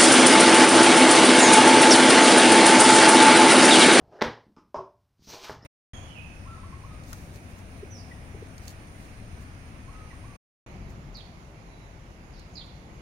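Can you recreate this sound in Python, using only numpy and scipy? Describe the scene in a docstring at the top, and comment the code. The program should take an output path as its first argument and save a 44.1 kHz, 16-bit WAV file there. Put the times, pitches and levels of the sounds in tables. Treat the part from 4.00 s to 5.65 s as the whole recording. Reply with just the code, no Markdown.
"""A large empty cardboard carton slides and bumps down on a wooden table in a small, live room.
A small box touches the table and lands with a hollow knock. The carton then scrapes and squeals
over foam packing, bumps again and settles. Each knock is a click that rings and rattles the card;
each rub is a dense stream of stick-slip grains. Soft pats, low thumps and room tone sit underneath."""
import sys
import numpy as np
from scipy import signal
from scipy.fft import rfft, irfft
from scipy.io import wavfile
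from scipy.ndimage import uniform_filter1d

SR = 44100
rng = np.random.default_rng(int(sys.argv[2]) if len(sys.argv) > 2 else 0)


def dump_mix(stems):
    """Bounce the given channels to the path in sys.argv[1] as a 16-bit WAV at rate SR."""
    frames = np.atleast_2d(stems).T  # one column per channel
    limited = np.clip(frames, -1, 1)  # hard clip at full scale
    pcm = np.round(limited * 32767).astype(np.int16)
    wavfile.write(sys.argv[1], SR, pcm)


N = 72765
T = np.arange(N) / SR
# the carton's panel modes, rung by bumps and rubs alike: pitch_hz, level_db, t60_s
CARTON_MODES = [(159.4, -9, .22), (233.6, 11.5, 0.25), (324, -6.5, 0.19), (458, -2.5, 0.18), (497, 2, 0.29),
                (623, -0.5, 0.29), (835, 7.5, 0.07), (948, -1, 0.14), (1046, -0.5, 0.068), (1494, 0, 0.24),
                (1537, 1, 0.11), (1820, -3, 0.12)]


def undb(db):
    """Decibels to gain."""
    return 10 ** (np.asarray(db) / 20)


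def unit(x):
    """Scale a response to unit energy."""
    return x / np.sqrt(np.sum(x ** 2))


def through(x, response):
    """Play a sound through an impulse response."""
    return signal.fftconvolve(x, response)[:N]


def on_log_axis(hz, points):
    """Read (freq_hz, value) points on a log-frequency axis."""
    freq_hz, value = np.array(points, float).T
    return np.interp(np.log(np.maximum(hz, 1)), np.log(freq_hz), value)


def colour(eq):
    """Minimum-phase impulse response of an EQ curve of (freq_hz, level_db) points."""
    size = 4096
    hz = np.arange(size // 2 + 1) * SR / size
    cepstrum = irfft(np.log(undb(on_log_axis(hz, eq))))
    cepstrum[1:size // 2] *= 2
    cepstrum[size // 2 + 1:] = 0
    return irfft(np.exp(rfft(cepstrum)))


def even(x):
    """Flatten the broad colour of a noisy response and keep its fine structure."""
    spectrum = rfft(x)
    broad_power = uniform_filter1d(np.abs(spectrum) ** 2, size=500)
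    return unit(irfft(spectrum / np.sqrt(broad_power), N))


def fade(t60_s, start_s=0):
    """Hold until start_s, then fall 60 dB every t60_s."""
    return np.exp(-np.log(1000) * np.maximum(T - start_s, 0) / t60_s)


def ring(modes, rise_s=0.0033):
    """Modes that swell briefly and ring out."""
    attack = 1 - np.exp(-T / rise_s)
    return attack * sum(undb(db) * np.sin(2 * np.pi * hz * T) * fade(t60_s) for hz, db, t60_s in modes)


def impulse(start_s):
    """A single click."""
    return 1. * (np.arange(N) == int(start_s * SR))


def room_tail(predelay_s=0.012, build_s=0.00085):
    """Diffuse reflections that build up quickly and die soonest in the bass and top treble."""
    # room decay by band: centre_hz, t60_s
    decays = [(100, 0.15), (260, 0.34), (700, 0.33), (1800, 0.3), (5000, 0.32), (9000, 0.22), (15000, 0.2)]
    noise = rfft(rng.standard_normal(N))
    hz = np.arange(len(noise)) * SR / N
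    tail = 0
    for centre_hz, t60_s in decays:
        band = on_log_axis(hz, [(f, f == centre_hz) for f, _ in decays])
        tail = tail + irfft(noise * band, N) * fade(t60_s)
    onset = 1 - np.exp(-np.maximum(T - predelay_s, 0) / build_s)
    return even(tail * onset)


def in_room(x, room_db, side_db=-44, side_hz=(1500, 5000)):
    """Direct sound plus room, nearly mono, with a very faint stereo spread in the treble."""
    mid = x + undb(room_db) * through(x, room_tail())
    treble = signal.sosfilt(signal.butter(2, side_hz, "band", fs=SR, output="sos"), x)
    side = undb(room_db + side_db) * through(treble, room_tail())
    return np.array([mid + side, mid - side])


def rub(envelope, eq, grains_per_s=9000, spread_db=1.4, judder_hz=73, judder_db=1.83,
        ring_db=1, room_db=-6):
    """Dense stick-slip grains of card fibres, juddering in strength and ringing the carton's panels."""
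    slips = (rng.random(N) < grains_per_s / SR) * rng.standard_normal(N)
    slips *= undb(spread_db * np.minimum(rng.exponential(size=N), 4))
    judder = np.interp(T * judder_hz, np.arange(N), rng.standard_normal(N))
    level_db = np.interp(T, *np.array(envelope).T) + judder_db * judder
    force = unit(slips) * np.sqrt(N) * undb(level_db)
    grains = through(force, unit(colour(eq)))
    panels = ring(CARTON_MODES)
    ringing = undb(ring_db) * through(grains, panels / np.abs(rfft(panels)).max())
    return (in_room(grains, room_db) + ringing) / np.hypot(1, undb(room_db))


def bend(x, corner_hz=900):
    """Bending waves carry the treble through the card sooner than the bass."""
    pole = np.exp(-2 * np.pi * corner_hz / SR)
    for _ in range(2):
        x = signal.lfilter([-pole, 1], [1, -pole], x)  # all-pass
    return x


def strike(contact, rattle_db, rattle_t60_s, room_db):
    """A hit with its own room reflections and its own dense, quickly damped shiver of the card."""
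    hit = in_room(contact, room_db)
    shiver = even(rng.standard_normal(N) * fade(rattle_t60_s))
    return hit + undb(rattle_db) * through(contact, shiver)


def room_tone(level_db=-71.5):
    """The faint rumble and hiss of the room."""
    # noise-bed colour: freq_hz, level_db
    eq = [(25, -9), (60, 9), (130, 5), (300, -11.5), (900, -22), (2000, -29.5), (5000, -44), (8000, -32),
          (15000, -33.5)]
    return undb(level_db) * through(rng.standard_normal(N), unit(colour(eq)))


def table_slide():
    """The carton slides on the table with a dull rub."""
    # swells of the slide: time_s, level_db
    envelope = [(0, -63.5), (.09, -62), (.125, -53.5), (.155, -51), (.18, -53), (.2, -48), (.225, -84),
                (1.255, -94.5), (1.273, -60.5), (1.345, -47), (1.385, -56.5), (1.445, -75), (1.56, -93),
                (1.65, -52.5)]
    # low-mid colour of card on wood: freq_hz, level_db
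    eq = [(40, -19), (200, -10), (420, 3.5), (780, 2), (1200, -14.5), (2000, -24.5), (3500, -28),
          (5500, -28), (8000, -45), (15000, -55)]
    return rub(envelope, eq)


def table_rasp():
    """The card rasps as it gathers speed on the wood."""
    # swells of the rasp: time_s, level_db
    envelope = [(0, -71), (.106, -100), (.116, -68), (.17, -58.5), (.205, -68), (.22, -89), (1.41, -90.5),
                (1.445, -50), (1.49, -48.5), (1.58, -66.5), (1.645, -67.5)]
    # midrange bite: freq_hz, level_db
    eq = [(200, -23), (550, -6.5), (950, 0.5), (1400, 2), (1900, -7.5), (2400, -20.5), (2900, -11),
          (3800, -27), (5500, -15.5), (8000, -39), (15000, -51.5)]
    return rub(envelope, eq)


def panel_flex(gain_db=-43):
    """The big panels flex slowly after a push: low thumps of card and table top."""
    # flexes: start_s, level_db
    flexes = [(0.015, -14.5), (0.076, -22.5), (.222, -21), (0.261, 2.5), (0.767, -6.5), (1.201, -17),
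              (1.285, -10.5), (1.494, -3.5), (1.565, -7)]
    # bass modes: pitch_hz, level_db, t60_s
    modes = [(51.4, -8, .2), (72.6, 6.5, 0.13), (113.4, -0.5, 0.42), (150.3, 1.5, 0.24)]
    force = sum(undb(db) * impulse(start_s) for start_s, db in flexes)
    return undb(gain_db) * through(force, ring(modes))


def nudges(gain_db=-10):
    """Hands and packing pat softly against the card."""
    # pats: start_s, level_db
    touches = [(0.025, -8), (0.08, -7.5), (0.467, -4), (0.481, -4), (0.571, 1), (0.585, -4), (1.194, -8.5),
               (1.222, -7.5), (1.273, 2.5), (1.629, 2.5)]
    # muffled colour of a pat: freq_hz, level_db
    eq = [(40, -7.5), (110, -4), (190, 4.5), (330, -1.5), (500, -15.5), (900, -22), (2000, -41.5),
          (8000, -63.5)]
    pat = colour(eq)
    pats = [through(undb(db) * impulse(start_s), pat) for start_s, db in touches]
    return undb(gain_db) * sum(in_room(x, room_db=-0.5) for x in pats)


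def carton_bumps(gain_db=12, ring_db=-10):
    """The large carton bumps down and its panels ring; softer contacts sound duller."""
    # hits: start_s, level_db, cutoff_hz, rattle_db
    hits = [(0.211, -17.5, 6360, 9.5), (0.217, 0, 4100, -3), (0.2216, 1.5, 13900, 1.5),
            (0.2478, -11.5, 2500, -26), (0.375, -35.5, 1174, 13), (1.4957, -14.5, 1980, 2),
            (1.505, -19, 1440, 1)]
    # body colour of the carton: freq_hz, level_db
    eq = [(40, -18), (110, -10.5), (190, -8), (235, -1.5), (310, -1.5), (420, 3.5), (600, 1.5), (710, -3.5),
          (860, 2.5), (1250, -5.5), (1600, -3.5), (2000, -4.5), (2600, -14.5), (3400, -11.5), (4500, -15.5),
          (5800, -18), (7500, -34), (10500, -41), (15000, -41)]
    body = bend(colour(eq))
    panel_ring = undb(ring_db) * np.linalg.norm(body) * unit(ring(CARTON_MODES))
    out = 0
    for start_s, db, cutoff_hz, rattle_db in hits:
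        softness = signal.butter(3, cutoff_hz, fs=SR, output="sos")
        force = signal.sosfilt(softness, undb(db) * impulse(start_s))
        out = out + strike(through(force, body), rattle_db, rattle_t60_s=0.033, room_db=-0.5)
        out = out + through(force, panel_ring)
    return undb(gain_db) * out


def squeals():
    """Card catches on wood or foam in nearly regular stick-slip: rough, narrow tones swell and fade."""
    # catches: peak_s, length_s, pitch_hz, width_hz, level_db
    catches = [(0.217, 0.033, 1662, 400, -49), (1.305, 0.031, 14200, 450, -62),
               (1.307, 0.048, 5950, 700, -53.5), (1.628, 0.025, 1890, 160, -64.5),
               (1.632, 0.012, 5223, 434, -59)]
    out = 0
    for peak_s, length_s, pitch_hz, width_hz, db in catches:
        noise = rng.standard_normal(N) + 1j * rng.standard_normal(N)
        waver = signal.sosfilt(signal.butter(2, width_hz / 2, fs=SR, output="sos"), noise)
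        tone = np.real(waver * np.exp(2j * np.pi * pitch_hz * T))
        swell = np.exp(-2 * ((T - peak_s) / length_s) ** 2)
        out = out + undb(db) * swell * tone / np.std(tone)
    return in_room(out, room_db=-7.5)


def small_box(knock_db=8, body_ring_db=8.5, edge_ring_db=6, tick_trim_db=-25):
    """The small box lands: its edge ticks, its hollow body knocks, the air inside hums till it settles."""
    # hits: start_s, level_db, body_db, tick_db
    hits = [(0.5651, -23.5, -14.5, 10), (0.7438, -1.5, -1.5, 1), (0.7593, -7.5, -3, -2.5)]
    # colour of the hollow knock: freq_hz, level_db
    body_eq = [(60, -43), (230, -24.5), (310, -24.5), (385, 0), (480, -12), (630, 2), (700, -6),
               (790, -9.5), (870, -2), (1100, 1), (1350, -32.5), (1700, -32.5), (3000, -67)]
    # modes of the body: pitch_hz, level_db, t60_s
    body_modes = [(560, 8, 0.1), (586, 0, 0.37), (606.4, 12, 0.11), (665, 6, 0.2), (878, -3.5, 0.18),
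                  (950, 2, 0.23), (1010, -6.5, 0.42), (1060, -1.5, 0.38), (1135, -1, 0.31)]
    # colour of the edge tick: freq_hz, level_db
    edge_eq = [(100, -13), (220, 5), (320, 9.5), (450, 0), (650, -17.5), (1200, 13.5), (1750, -8.5),
               (2300, -7), (4400, -17.5), (5200, -6), (6300, -15.5), (7500, -25.5), (14000, -46.5)]
    # modes of the stiff edge: pitch_hz, level_db, t60_s
    edge_modes = [(167.2, 1, 0.28), (204, -4, 0.13), (300, 0, 0.12), (457, 7.5, 0.12), (860, 12, 0.26),
                  (1157, 3, 0.26), (1250, -2.5, 0.2), (5040, -7, 0.23)]
    body, edge = bend(colour(body_eq)), colour(edge_eq)
    body_ring = undb(body_ring_db) * np.linalg.norm(body) * unit(ring(body_modes))
    edge_ring = undb(edge_ring_db) * np.linalg.norm(edge) * unit(ring(edge_modes))
    air_note = ring([(380.6, -33, 0.39)])  # pitch_hz, level_db, t60_s
    knocks, air = 0, 0
    for start_s, db, body_db, tick_db in hits:
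        force = undb(db) * impulse(start_s)
        body_gain, tick_gain = undb(body_db), undb(tick_trim_db + tick_db)
        contact = through(force, body_gain * body + tick_gain * edge)
        knocks = knocks + strike(contact, rattle_db=4, rattle_t60_s=0.076, room_db=8.5)
        knocks = knocks + through(force, body_gain * body_ring + tick_gain * edge_ring)
        air = air + through(force, body_gain * air_note)
    choke = fade(t60_s=0.045, start_s=0.901)  # the box settles flat
    return undb(knock_db) * knocks + choke * air


def foam_whisper():
    """The rubbed foam gives a thin, squeaky whisper."""
    # swells of the whisper: time_s, level_db
    envelope = [(1.15, -101), (1.225, -67.5), (1.26, -61), (1.3, -49.5), (1.37, -59), (1.52, -61),
                (1.59, -94), (1.65, -67)]
    # airy colour of the foam: freq_hz, level_db
    eq = [(300, -30), (2500, -14.5), (4200, -6.5), (5300, -4.5), (6300, -8), (7600, -20.5), (11000, -28.5),
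          (14000, -19)]
    return rub(envelope, eq)


def foam_scrape():
    """The carton drags over the foam packing with a gritty scrape."""
    # surges of the scrape: time_s, level_db
    envelope = [(1.17, -86.5), (1.225, -72), (1.266, -83), (1.275, -57), (1.335, -44), (1.375, -52.5),
                (1.418, -52), (1.443, -41.5), (1.478, -50), (1.53, -51), (1.56, -85)]
    # broadband colour of card on foam: freq_hz, level_db
    eq = [(60, -4.5), (200, -8.5), (370, -1.5), (500, -8), (650, -3.5), (950, 1), (1800, -7.5),
          (2400, -3.5), (3400, -4.5), (4300, -3.5), (5700, -4.5), (7700, -17), (10800, -25), (14000, -20.5),
          (15500, -26.5)]
    return rub(envelope, eq)


def scene():
    """Friction on wood and foam, mixed with bumps, knocks and squeals over the room tone."""
    friction = table_slide() + table_rasp() + foam_scrape() + foam_whisper()
    return friction + carton_bumps() + small_box() + nudges() + panel_flex() + squeals() + room_tone()


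def record(dry):
    """A steep low-pass cuts the top above 15.5 kHz."""
    return signal.sosfilt(signal.ellip(10, .2, 70, 15500, fs=SR, output="sos"), dry)


dry = scene()
out = record(dry)
dump_mix(out)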